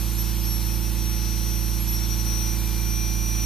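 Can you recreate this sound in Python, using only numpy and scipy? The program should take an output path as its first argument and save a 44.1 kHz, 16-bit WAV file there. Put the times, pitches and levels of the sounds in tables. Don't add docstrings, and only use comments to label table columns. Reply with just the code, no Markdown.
import sys
import numpy as np
from scipy import signal
from scipy.fft import rfft, irfft, next_fast_len
from scipy.io import wavfile
from scipy.ndimage import uniform_filter1d

SR = 44100
rng = np.random.default_rng(int(sys.argv[2]) if len(sys.argv) > 2 else 0)


def undo_db(level):
    steps = np.asarray(level, float) / 20
    return 10 ** steps


def unload_wav(signal):
    wavfile.write(
        sys.argv[1],
        SR,
        np.round(np.clip(np.atleast_2d(signal).T, -1, 1) * 32767).astype(np.int16),
    )


N = 152145

# (frequency [Hz], left minus right [dB], left leads by [rad], unrelated part [dB])
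PORT_PAIR = [(56, -11.5, 0.36, -3.5), (250, -2, 0.77, -7), (520, -0.2, 0.16, -15), (1100, -2, 0.091, -23),
             (2390, 3, 0.36, -38), (4280, -3.5, 0.25, -12.5), (6500, 0, .3, 0.5), (14000, 2.5, .6, -5.5)]
LEFT_RIGHT = np.array([[1], [-1]])
CAGE_SHARE = 0.4086
CRANK_HZ, STROKE_S = 28.15, -0.0056


def turbine():
    shaft = shaft_angle()
    return np.sqrt(2) * (whistle(shaft) + burr(shaft) + cage_whirl(shaft))


def shaft_angle():
    # (time [s], shaft speed [Hz])
    speed = [(0.0, 5777), (0.14, 5785), (0.24, 5710), (0.41, 5750), (0.5, 5680), (0.54, 5664), (0.67, 5720),
             (0.8, 5725), (1.05, 5789), (1.49, 5808), (1.65, 5763), (1.81, 5778), (1.93, 5702),
             (1.96, 5680), (2.08, 5741), (2.18, 5781), (2.4, 5819), (3.44, 5834)]
    shaft_hz = curve(speed, smooth_s=0.027) + 1.42 * walk(24.84)
    return 2 * np.pi * np.cumsum(shaft_hz) / SR


def whistle(shaft):
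    # (time [s], left level [dB], right level [dB])
    port_levels = [(0, -36.5, -42), (.11, -37, -62.5), (.19, -46, -30.5), (.26, -33.5, -46),
                   (.53, -37.5, -35), (.64, -36, -48.5), (.9, -36.5, -39), (1.08, -37, -42),
                   (1.3, -34, -51), (1.48, -32.5, -43), (1.8, -35.5, -43.5), (1.89, -47, -33),
                   (1.96, -30.5, -35), (2.3, -29.5, -45), (2.51, -33.5, -35.5), (2.72, -38, -52),
                   (2.95, -32.5, -36.5), (3.45, -32.5, -34)]
    # (time [s], half length [s], depth [dB])
    nulls = [(.05, 0.0224, -4.5), (0.154, .02, -7), (0.354, 0.037, -8), (0.421, .015, -5),
             (0.639, .025, -1.5), (0.799, 0.027, -4), (0.933, 0.038, -9.5), (1.082, 0.075, -0.5),
             (1.806, 0.011, -10.5), (1.84, .012, -8), (1.865, 0.007, -6), (1.914, 0.0085, -10.5),
             (2.013, 0.0252, -3.5), (2.078, 0.021, -9.5), (2.17, .02, -9), (2.238, 0.021, -9),
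             (2.393, 0.021, -0.5), (2.623, 0.053, -3.5)]
    t = np.arange(N) / SR
    dips = np.array([np.exp(-((t - when) / half) ** 2) for when, half, _ in nulls])
    dip_db = np.array(nulls)[:, 2] @ dips
    lag_rad = 0.9 + 1.7 * dips.sum(axis=0) + 0.3 * walk(4.4)
    level = undo_db([curve(port_levels, col=c) + dip_db + 1.0 * walk(13) for c in (1, 2)])
    return level * np.sin(shaft + lag_rad * LEFT_RIGHT / 2)


def burr(shaft):
    # (time [s], half length [s], left level [dB], right level [dB])
    bites = [(0.153, 0.03, -40, -43), (0.204, 0.024, -29, -36), (0.341, 0.093, -42, -45),
             (.46, .03, -36, -40), (0.528, 0.056, -33.5, -37.5), (.67, .018, -36.5, -41.5),
             (.76, 0.039, -38.5, -52), (1.58, 0.11, -43, -42), (1.82, 0.025, -35, -32.5),
             (1.92, 0.045, -29, -35.5), (2.121, 0.124, -43, -43), (2.979, .18, -41.5, -49),
             (3.35, 0.098, -60, -54)]
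    t = np.arange(N) / SR
    bite = 0
    for when, half, left_db, right_db in bites:
        bite = bite + undo_db([[left_db], [right_db]]) * np.exp(-((t - when) / half) ** 4)
    idle = undo_db([-48 + 1.8 * walk(14) for _ in range(2)])
    level = np.maximum(bite * undo_db(0.8 * walk(29.7)), idle)
    left_lead_rad = 0.4 * np.array([[1], [0]])
    octave = level * np.sin(2 * shaft + left_lead_rad)
    sideband = undo_db(-19) * bite * np.sin((2 - CAGE_SHARE) * shaft + 0.5 * walk(43.2))
    return octave + sideband


def cage_whirl(shaft):
    # (time [s], level [dB])
    whirl = [
        (0, -63),
        (2.1, -63),
        (2.45, -53),
        (2.75, -48.5),
        (3.45, -47),
    ]
    level = undo_db(curve(whirl, smooth_s=0.1) + 1.2 * walk(70))
    return level * np.sin(CAGE_SHARE * shaft + 0.2 * walk(30))


def air(turn):
    # (frequency [Hz], level [dB per Hz])
    hiss = [(1000, -87), (1700, -80.5), (2500, -71.5), (3500, -69.5), (5500, -71.5), (7600, -73),
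            (10000, -71), (14500, -67.5)]
    # (frequency [Hz], width [Hz], level over the air [dB])
    resonances = [(2490, 370, 4.5), (3388, 330, 2), (4120, 190, 4.5), (4270, 191, 4), (4895, 48, 8.5),
                  (5170, 80, -6), (7230, 150, 3.5), (7496, 285, -7), (9020, 450, 4), (10500, 190, 3.5),
                  (12123, 420, 5), (13000, 280, 3), (6100, 150, 0), (14400, 240, 7)]
    ripple_hz = 30
    ripple_db = 1.0 * rng.standard_normal(int(SR / 2 / ripple_hz) + 2)

    def colour_db(hz):
        level_db = on_log(hiss, hz) - 10
        level_db = level_db + np.interp(hz / ripple_hz, np.arange(len(ripple_db)), ripple_db)
        for centre, width, peak_db in resonances:
            level_db = level_db + peak_db / (1 + (2 * (hz - centre) / width) ** 2)
        return level_db

    puff = 1 + 0.17 / 2 * np.cos(2 * turn)
    return bands(colour_db, puff)


def crank_angle():
    t = np.arange(N) / SR - STROKE_S
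    return 2 * np.pi * CRANK_HZ * t + 0.0033 * walk(0.772)


def compressor(turn):
    drone_orders = [-54, -24.5, -64.5, -34.5, -57.5, -39, -42.5, -46.5, -52.5, -55.5, -47, -43.5, -66, -59,
                    -66.5, -62.5, -86, -62.5, -57.5, -90, -70, -65.5, -78, -67.5, -89, -79, -61.5]
    buzz_orders = [-65.5, -73.5, -56, -57.5, -66.5, -57.5, -99, -61, -62, -95, -73, -60, -69.5, -72, -71,
                   -70, -73.5, -66, -77.5, -73, -69, -70.5, -65, -63, -68.5, -75, -65]
    lone_orders = {62: -68, 72: -65, 75: -70, 91: -67, 128: -65}
    # (frequency [Hz], level [dB per Hz])
    rumble = [(20, -63.5), (45, -61.5), (100, -61), (250, -70), (450, -74), (650, -79.5), (1000, -77),
              (1600, -78)]
    wobble = [undo_db(0.9 * walk(3)) for _ in range(6)]
    luck = rng.standard_normal((130, 3))
    levels = dict(enumerate(drone_orders + buzz_orders, start=1))
    for order in range(55, 72):
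        levels[order] = -76 + 2.5 * luck[order, 0]
    levels.update(lone_orders)

    orders = 0
    for order, db in levels.items():
        far = min(order / 30, 1)
        pan_db = 0.9 * far * LEFT_RIGHT
        gain = ports(np.array([order * CRANK_HZ])) * undo_db(db - 1 + pan_db * luck[order, 1])
        phase = 2.69 * max(order - 6, 0) ** 2
        phase = phase + 2.5 * (order > 10)
        phase = phase + 0.14 * pan_db * luck[order, 2] + np.angle(gain)
        level = np.sqrt(2) * abs(gain) * (1 - far + far * wobble[order % 6])
        orders = orders - level * np.cos(order * turn + phase)

    def rumble_db(hz):
        return on_log(rumble, hz) - 6 - 30 * (hz > 2500)

    return orders + bands(rumble_db, 1)


def bands(colour_db, puff):
    size = next_fast_len(N)
    hz = np.fft.rfftfreq(size, 1 / SR)
    gain = undo_db(colour_db(hz)) * np.sqrt(SR / 2)
    shared, own = rfft(rng.standard_normal((2, size))) * gain
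    unrelated = undo_db(on_log(PORT_PAIR, hz, col=3)) * own * LEFT_RIGHT
    pair = ports(hz) * shared + unrelated
    place = 2 * np.log2(np.maximum(hz, 1) / 20)
    swell_db = 0.25 * walk(1.5)
    out = 0
    for k in np.unique(np.round(place[gain > gain.max() / 30])):
        crossfade = np.clip(1 - abs(place - k), 0, 1)
        band = irfft(pair * crossfade, size)[:, :N]
        out = out + band * undo_db(swell_db + 0.64 * walk(8.35))
    return out * puff


def ports(hz):
    left = undo_db(on_log(PORT_PAIR, hz)) * np.exp(1j * on_log(PORT_PAIR, hz, col=2))
    return np.array([left, 1 + 0 * left]) * 2 / (1 + left)


def on_log(table, hz, col=1):
    table = np.array(table, float)
    return np.interp(np.log(np.maximum(hz, 1)), np.log(table[:, 0]), table[:, col])


def curve(table, col=1, smooth_s=0.013):
    table = np.array(table, float)
    line = np.interp(np.arange(N) / SR, table[:, 0], table[:, col])
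    return uniform_filter1d(line, int(smooth_s * SR), mode="nearest")


def walk(rate):
    k = int(SR / rate)
    steps = np.repeat(rng.standard_normal(N // k + 1), k)
    return 1.59 * uniform_filter1d(uniform_filter1d(steps, k), k)[:N]


def scene():
    turn = crank_angle()
    return turbine() + air(turn) + compressor(turn)


def top_cut(x):
    return signal.sosfilt(signal.butter(12, 14470, fs=SR, output="sos"), x)


def record(dry):
    low_pass = signal.ellip(12, 0.2, 70, 14130, fs=SR, output="sos")
    mix = signal.sosfilt(low_pass, dry)
    return top_cut(mix)


dry = scene()
out = record(dry)
unload_wav(out)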